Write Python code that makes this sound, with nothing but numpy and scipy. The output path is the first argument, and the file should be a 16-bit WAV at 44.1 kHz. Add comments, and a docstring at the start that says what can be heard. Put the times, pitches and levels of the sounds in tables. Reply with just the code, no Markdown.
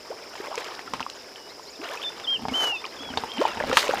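"""Hippos in a shallow pool

Two hippos shift about, and the water laps, gulps and plops as bubbles and trapped air ring.
One hippo blows at the waterline, and a slap of water that throws up spray ends the movement.
A bird whistles gliding notes from the bank while others chirp far off.
Steady insects and the soft hush of the river lie behind it all."""
import sys
import numpy as np
from scipy import signal
from scipy.fft import rfft, irfft
from scipy.io import wavfile
from scipy.ndimage import uniform_filter1d

SR = 44100
rng = np.random.default_rng(int(sys.argv[2]) if len(sys.argv) > 2 else 0)


def transcribe(signal):
    """Save signal, clipped to [-1, 1], as a 16-bit WAV file at the path in sys.argv[1]."""
    frames = np.atleast_2d(signal).T
    limited = np.clip(frames, -1, 1)
    pcm = np.round(limited * 32767).astype(np.int16)
    wavfile.write(sys.argv[1], SR, pcm)


N = 176400
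T = np.arange(N) / SR

# Tone colours say how strong the low and high parts of a sound are: f/Hz, relative level/dB
RIVER_COLOUR = [(25, -17), (70, -10.5), (160, -10.5), (280, -1), (430, 5), (700, -2), (1500, -12),
                (3000, -16), (4500, -12), (8500, -21.5), (15000, -28)]
CHORUS_COLOUR = [(3800, -43), (4500, -8), (4950, 4), (5250, 5), (5650, -2), (6100, -11), (7000, -26.5),
                 (10000, -48)]
HIGH_INSECT_COLOUR = [(6500, -27), (7150, -7), (7350, -7), (7550, -25), (8200, -26)]
LAPPING_COLOUR = [(150, -30), (280, -7.5), (450, -4), (900, -3.5), (1600, -7.5), (3000, -10.5), (5000, -20),
                  (8000, -24.5), (15000, -31)]
FINE_DROP_COLOUR = [(1500, -27), (6000, -1), (15000, -9)]
RUMBLE_COLOUR = [(25, -12), (48, -31), (66, -6), (100, -7), (150, -10), (250, -1), (400, -8), (900, -60)]
CRACK_COLOUR = [(200, -28), (800, 2.5), (1450, 2), (2000, 1), (2700, 3), (4000, -1), (6000, -9),
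                (9000, -19.5), (15000, -32.5)]
BREATH_COLOUR = [(150, -17.5), (400, 1), (800, 5), (1400, 2.5), (2500, -9), (4000, -11), (6500, -8.5),
                 (8500, -22), (12000, -19.5), (15000, -33)]
SLAP_SPRAY_COLOUR = [(400, -30), (1200, -6), (2000, -1), (2700, 5), (4000, 6.5), (6500, 2), (9000, -7),
                     (15000, -12)]
# How hard the water is stirred: t/s, level/dB
STIRRING = [(0, -49), (.32, -49.5), (.36, -42), (.53, -43.5), (.60, -39.5), (.68, -42.5), (.95, -49.5),
            (1.14, -51), (1.80, -55), (1.83, -40.5), (2.0, -42), (2.08, -44.5), (2.4, -50), (2.95, -47.5),
            (3.15, -43), (3.33, -46), (3.47, -35.5), (3.56, -39), (3.59, -34), (3.75, -37), (3.89, -33),
            (4.0, -36)]
# The rumble of water pushed aside: t/s, level/dB
RUMBLE_LEVEL = [(0, -72), (.7, -67), (.82, -61), (.95, -47), (1.15, -73), (2.3, -57), (2.45, -40.5),
                (2.65, -61), (2.9, -62), (3.15, -43), (3.35, -61), (3.70, -37), (3.80, -57), (4.0, -41.5)]
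# Hollows filling with water: t/s, length/s, start f/Hz, end f/Hz, level/dB, place of the peak/0-1
GULP_EVENTS = [(0.101, 0.034, 423, 1230, -26.5, 0.14), (0.496, 0.035, 545, 777, -29, 0.67),
               (0.708, 0.025, 940, 1430, -34.5, 0.22), (1.787, 0.049, 253, 493, -33, 0.28),
               (1.892, 0.043, 502, 804, -32.5, 0.36), (2.719, 0.039, 730, 1160, -30.5, 0.18),
               (2.996, 0.057, 259, 336, -37, 0.28), (3.329, 0.064, 217, 272, -39, 0.64),
               (3.377, 0.058, 193, 873, -15.5, 0.78)]
# Water clapping shut against a hippo: t/s, ring f/Hz, ring level/dB, thump level/dB, crack level/dB
PLOP_EVENTS = [(.354, 930, -26, -54, -33), (.5785, 760, -31, -39, -25), (.598, 1270, -34, -56, -38),
               (.792, 730, -29, -48, -34.5), (.936, 1000, -13.5, -21.5, -23),
               (1.0045, 936, -17.5, -23, -28.5), (1.0105, 1310, -25, -54, -40), (2.199, 920, -43, -46, -33),
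               (2.393, 860, -30, -27, -53), (2.422, 860, -29, -22.5, -38), (2.453, 823, -14, -24, -50),
               (2.484, 780, -15.5, -18, -29), (2.514, 955, -42, -13.5, -49), (2.523, 540, -23, -23, -42),
               (3.103, 800, -26, -17.5, -38), (3.137, 635, -25, -51, -39), (3.1733, 854, -11, -22, -23),
               (3.2368, 866, -14.5, -23, -34), (3.414, 1050, -13, -58, -24), (3.479, 1030, -22, -53, -31),
               (3.572, 850, -18.5, -21.5, -39), (3.602, 925, -17.5, -22, -31), (3.638, 790, -16, -18, -36),
               (3.696, 826, -18, -10, -26), (3.729, 860, -13, -27, -19), (3.7706, 930, -9.5, -38, -5.5),
               (3.792, 935, -45, -44, -24)]
# An air pocket's hollow ring: multiple of its pitch, relative level/dB, time to fade by 60 dB/s
POCKET_RING = [(.56, -15.5, 0.037), (1, 2, 0.013), (1.27, -16, 0.0051), (1.95, -22.5, 0.023)]
# Its low thump: f/Hz, relative level/dB, time to fade by 60 dB/s
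POCKET_THUMP = [(78.5, -20.5, 0.047), (107, -30.5, 0.078), (257.3, -11.5, 0.086)]
# Single bubbles: t/s, f/Hz, level/dB, cycles to fade by 40 dB
BIG_BUBBLES = [(0.401, 383, -24, 11), (.441, 854, -31.5, 16), (.471, 546, -28, 10), (.472, 865, -30, 10),
               (.483, 516, -24, 5.8), (.516, 710, -19, 7.8), (.527, 1090, -28, 24), (.542, 924, -27.5, 28),
               (.576, 464, -24, 20), (.578, 2480, -24.5, 19), (.621, 1810, -25, 12),
               (.792, 1870, -24.5, 11), (.877, 1300, -28.5, 23), (0.9967, 1610, -10.5, 2.6),
               (1.028, 2600, -18, 12.3), (1.0643, 1064, -17, 9.4), (1.359, 2950, -27, 14),
               (1.596, 950, -31, 12), (1.816, 2510, -28.5, 14), (1.843, 2770, -35, 110),
               (1.857, 1370, -36, 43), (1.889, 2200, -24, 10), (1.919, 1650, -28, 18),
               (1.974, 2500, -29, 57), (1.998, 1115, -29, 14), (2.018, 3100, -29, 36),
               (2.029, 3300, -24, 36), (2.036, 2850, -23.5, 24), (2.842, 2310, -26.5, 35),
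               (2.842, 1180, -27.5, 24), (2.853, 2780, -17.5, 9.4), (2.8528, 1020, -29.5, 22),
               (3.089, 885, -22, 5.7), (3.1385, 1530, -27.5, 22), (3.1734, 3550, -21.5, 80),
               (3.1748, 4280, -23.5, 57), (3.318, 3230, -20, 13), (3.382, 2820, -21, 21),
               (3.439, 994, -19, 16), (3.4524, 860, -6, 12), (3.471, 2920, -28, 22), (3.602, 1600, -14, 14),
               (3.608, 554, -17, 7.2), (3.625, 1960, -17, 8.8), (3.638, 600, -16, 7),
               (3.698, 450, -22.5, 17), (3.7143, 1250, -10.5, 7.5), (3.726, 501, -15.5, 22),
               (3.7698, 1200, -12, 6.4), (3.7742, 1210, -0.5, 3.9), (3.7775, 1310, -4, 4.9),
               (3.7803, 985, -6, 3.6), (3.829, 1940, -13, 8.9), (3.880, 2600, -19, 19),
               (3.8922, 502, -7.5, 8.3), (3.910, 1420, -11, 6.2), (3.9365, 746, -9, 10.3),
               (3.957, 1460, -13, 4.6)]
# Drops hitting the surface: t/s, f/Hz, peak level/dB
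DROP_HITS = [(.556, 5400, -20), (.585, 6000, -29.5), (0.644, 4430, -24.5), (.751, 4340, -28),
             (1.01, 5530, -31), (1.0995, 2350, -26.5), (1.1, 4770, -22.5), (1.89, 3180, -27),
             (2.18, 3430, -35), (2.863, 4170, -28), (3.7923, 4200, -13), (3.771, 9000, -13.5),
             (3.853, 6500, -26), (3.881, 6460, -26)]
# Distant birds: t/s, length/s, start f/Hz, end f/Hz, level/dB
FAR_CHIRPS = [(1.144, 0.032, 6900, 6400, -49), (1.199, 0.026, 3940, 3650, -50),
              (1.478, 0.055, 3610, 4500, -47), (1.485, 0.057, 1960, 2280, -49),
              (1.624, 0.029, 6500, 7100, -49), (1.654, 0.062, 3690, 5120, -45),
              (1.69, 0.035, 7000, 6400, -47), (1.655, .07, 2050, 2400, -51),
              (1.717, 0.058, 2400, 2790, -51), (1.748, 0.021, 3950, 3540, -44),
              (2.484, 0.031, 2320, 2170, -34.5), (2.86, 0.086, 3700, 4460, -50),
              (3.007, 0.029, 6800, 6350, -49)]
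# The pitch path of each named kind of whistle: place in the note/0-1, f/Hz
WHISTLE_SHAPES = {"dip": [(0, 3670), (.3, 3530), (.55, 3490), (1, 3560)], "flick": [(0, 3930), (.4, 3820),
                  (1, 3200)], "flat": [(0, 2740), (.12, 3090), (.3, 3136), (.76, 3065), (.9, 2760),
                  (1, 2510)], "fall": [(0, 2647), (.05, 3020), (.14, 3102), (.45, 2968), (.74, 2810),
                  (1, 2490)]}
# The whistled song: t/s, length/s, pitch ratio, level/dB, shape, loss per octave below the note's top/dB
WHISTLE_NOTES = [(1.174, .085, 1.01, -68, "dip", 10), (1.354, 0.145, 0.835, -52, "dip", 14),
                 (2.035, 0.067, 1.005, -27, "dip", 8), (2.237, 0.029, 0.93, -29.5, "flick", 10),
                 (2.267, 0.11, 1.026, -21.5, "flat", 17), (2.531, 0.25, 1.008, -21.5, "fall", 25),
                 (2.744, 0.074, 1.017, -39, "dip", 20), (2.958, 0.035, 0.93, -43.5, "flick", 15),
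                 (2.985, .14, 1.083, -38.5, "flat", -4), (3.278, 0.27, 1.04, -39.5, "fall", 6)]


def from_db(db):
    """Turn decibels into a number to multiply by."""
    return 10 ** (np.asarray(db) / 20)


def rms_one(x):
    """Scale a sound to an average power of 1."""
    return x / np.sqrt(np.mean(x ** 2) + 1e-20)


def level(rows):
    """Join (time, decibels) points into a volume curve."""
    return from_db(np.interp(T, *np.transpose(rows)))


def drift(rate_hz):
    """A smooth random wobble, about 1 in size; a higher rate wobbles faster."""
    step, warm_up = 40, 2000
    pole = np.exp(-2 * np.pi * step * rate_hz / SR)
    jitter = rng.standard_normal(N // step + warm_up + 2)
    slow = signal.lfilter([1], [1, -2 * pole, pole * pole], jitter)[warm_up:]
    return np.interp(np.arange(N) / step, np.arange(len(slow)), rms_one(slow))


def coloured(x, colour):
    """Give a sound a tone colour and a power of 1."""
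    hz, db = np.transpose(colour)
    bins = np.maximum(np.fft.rfftfreq(N, 1 / SR), 1)
    gain = from_db(np.interp(np.log(bins), np.log(hz), db))
    return rms_one(irfft(rfft(x) * gain, N))


def noise(colour):
    """A hiss with the given tone colour."""
    return coloured(rng.standard_normal(N), colour)


def tone(hz):
    """A pure tone that follows a pitch curve."""
    return np.sin(2 * np.pi * np.cumsum(hz) / SR)


def add(out, start, x):
    """Mix a sound in at a start time in seconds."""
    i = int(start * SR)
    out[i:i + len(x)] += x[:max(N - i, 0)]


def river():
    """The river makes a soft, even hush."""
    return from_db(-48) * noise(RIVER_COLOUR)


def insects():
    """A chorus shrills steadily while a higher insect trills about 20 times a second."""
    chorus = from_db(-48.5 + 1.13 * drift(37)) * noise(CHORUS_COLOUR)
    pulses = 1 + .8 * tone(20 + 2 * drift(7.6))
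    return chorus + from_db(-64.5) * pulses * noise(HIGH_INSECT_COLOUR)


def bubble(hz, cycles, rise):
    """A bubble rings and climbs in pitch as it dies away."""
    attack_cycles = .68
    age = T[:int(1.5 * SR * cycles / hz)] * hz / cycles  # 1 once it has faded by 40 dB
    onset = 1 - np.exp(-age * cycles / attack_cycles)
    return onset * from_db(3 - 40 * age) * tone(hz * (1 + rise * age))


def lapping():
    """Stirred water sounds through countless small bubbles, a little foam and fine drops."""
    bubbles_per_s, drops_per_s, low_hz, top_hz = 2400, 70, 330, 7000
    fizz = np.zeros(N)
    for when, pitch, size, ring in rng.random((int(bubbles_per_s * N / SR), 4)):
        hz = low_hz * (top_hz / low_hz) ** pitch
        boost_db = 3.5 * min(-np.log(1 - size), 3)  # a few stand out
        add(fizz, when * N / SR, hz * from_db(boost_db) * bubble(hz, cycles=20.3 * (.5 + ring), rise=.27))
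    fizz = from_db(2.5) * coloured(fizz, LAPPING_COLOUR)
    foam = from_db(-6) * noise(LAPPING_COLOUR)
    clicks = (rng.random(N) < drops_per_s / SR) * rng.standard_normal(N)
    drops = from_db(-19) * coloured(clicks, FINE_DROP_COLOUR)
    slosh = from_db(2.04 * drift(15.7))
    return level(STIRRING) * slosh * (fizz + foam + drops)


def rumble():
    """Water pushed aside by the hippos rumbles low."""
    return level(RUMBLE_LEVEL) * noise(RUMBLE_COLOUR)


def gulps():
    """A hollow shrinks as it fills, so its note climbs ever faster while it swells and fades."""
    out = np.zeros(N)
    for start, length, start_hz, end_hz, db, peak in GULP_EVENTS:
        progress = np.linspace(0, 1, int(length * SR))
        swell = from_db(db + np.interp(progress, [0, peak, 1], [-13, 0, -13]))
        soft_edges = signal.windows.tukey(len(progress), .49 * min(1, 2 * peak))
        hz = start_hz * (end_hz / start_hz) ** (progress ** 1.265)
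        add(out, start, soft_edges * swell * tone(hz))
    return out


def air_pocket(tones, t):
    """Trapped air rings with a few fading tones, tuned a little differently each time."""
    rings, attack_s = np.zeros(len(t)), .0003
    for hz, db, fade_s in tones:
        hz *= 1 + .02 * rng.standard_normal()
        rings += from_db(db - 60 * t / fade_s) * np.sin(2 * np.pi * hz * t)
    return rings * (1 - np.exp(-t / attack_s))


def plops():
    """Water claps shut on a pocket of air, which rings, thumps and cracks, then bounces back once."""
    rise_s, crack_s, tail_s = .0003, .0021, .028
    rebound_s, rebound_db, low_cut_hz = .0066, -7, 62
    out, t, hiss = np.zeros(N), T[:SR // 6], noise(CRACK_COLOUR)
    decay = np.exp(-t / crack_s) + from_db(-13) * np.exp(-t / tail_s)
    burst = decay * (1 - np.exp(-t / rise_s))
    for k, (start, hz, ring_db, thump_db, crack_db) in enumerate(PLOP_EVENTS):
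        tones = np.array(POCKET_RING) * [hz, 1, 1]
        ring = from_db(ring_db) * air_pocket(tones, t)
        thump = from_db(thump_db) * air_pocket(POCKET_THUMP, t)
        crack = from_db(crack_db) * burst * np.roll(hiss, k * len(t))[:len(t)]
        add(out, start, ring + thump + crack)
        add(out, start + rebound_s, from_db(ring_db + rebound_db) * air_pocket(tones, t))
    return signal.sosfilt(signal.butter(4, low_cut_hz, "high", fs=SR, output="sos"), out)


def big_bubbles():
    """The larger bubbles ring out one by one."""
    out = np.zeros(N)
    for start, hz, db, cycles in BIG_BUBBLES:
        add(out, start, from_db(db) * bubble(hz, cycles, rise=.17))
    return out


def droplets():
    """Drops hit the surface with short, bright ticks, each around its own pitch."""
    decay_s, band_ratio = .00081, 1.235
    out, t = np.zeros(N), T[:SR // 50]
    for start, hz, db in DROP_HITS:
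        band = signal.butter(2, [hz / band_ratio, hz * band_ratio], "band", fs=SR, output="sos")
        tick = signal.sosfilt(band, rng.standard_normal(len(t)) * np.exp(-t / decay_s))
        add(out, start, from_db(db) * tick / np.abs(tick).max())
    return out


def far_birds():
    """Distant birds give faint, rough chirps that slide up or down."""
    out, rough = np.zeros(N), 1 + .035 * drift(150)
    for start, length, start_hz, end_hz, db in FAR_CHIRPS:
        hz = np.linspace(start_hz, end_hz, int(length * SR))
        hz *= rough[int(start * SR):][:len(hz)]
        add(out, start, from_db(db) * np.hanning(len(hz)) * tone(hz))
    return out


def whistling_bird():
    """One bird whistles a phrase of pure, slightly wavering notes and repeats it softly."""
    attack_s, release_s = .013, .015
    out, waver = np.zeros(N), 1 + .0016 * drift(55)
    for start, length, ratio, db, shape, loss_db in WHISTLE_NOTES:
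        progress = np.linspace(0, 1, int(length * SR))
        path = np.interp(progress, *np.transpose(WHISTLE_SHAPES[shape]))
        hz = ratio * uniform_filter1d(path, size=400)  # round off the corners
        swell = np.clip(length * np.minimum(progress / attack_s, (1 - progress) / release_s), 0, 1)
        gain = from_db(db + loss_db * np.log2(hz / hz.max()))
        hz *= waver[int(start * SR):][:len(hz)]
        add(out, start, gain * swell * tone(hz))
    return out


def hippo_blow():
    """A hippo blows at the waterline: a rough hiss swells and stops short."""
    breath = np.interp(T, [2.49, 2.64, 2.668, 2.725], [0, 1, 1, 0])
    return breath * from_db(-28.5 + 2 * drift(60)) * noise(BREATH_COLOUR)


def slap_spray():
    """The big slap throws up spray that patters back down."""
    peak_s, rise_s, decay_s = 3.78, .021, .05
    swell = np.exp(-np.abs(T - peak_s) / np.where(T < peak_s, rise_s, decay_s))
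    patter = rms_one(from_db(3.5 * drift(250)))
    return from_db(-25.5) * swell * patter * noise(SLAP_SPRAY_COLOUR)


def bank_echo(x):
    """The bank and its reeds scatter back a short, dull echo."""
    t, delay_s, fade_s = T[:SR], .008, .29
    dull_hiss = signal.lfilter([1], [1, -.6], rng.standard_normal(SR))
    tail = dull_hiss * from_db(-60 * t / fade_s) * (t > delay_s)
    return signal.fftconvolve(x, tail / np.sqrt(np.sum(tail ** 2)))[:N]


def scene():
    """Mix water and birds, their faint echo, the river and the insects into one channel."""
    water = plops() + droplets() + big_bubbles() + gulps() + lapping() + rumble()
    water += hippo_blow() + slap_spray()
    song = whistling_bird() + far_birds()
    echo = bank_echo(from_db(-23.5) * water + from_db(-22) * song)
    return (water + song + echo + river() + insects())[None]


def record(dry):
    """Clip the loudest peak and cut the highest treble."""
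    treble_cut = signal.cheby2(16, 70, 16100, fs=SR, output="sos")
    return signal.sosfilt(treble_cut, np.clip(dry, -1, 1))


dry = scene()
out = record(dry)
transcribe(out)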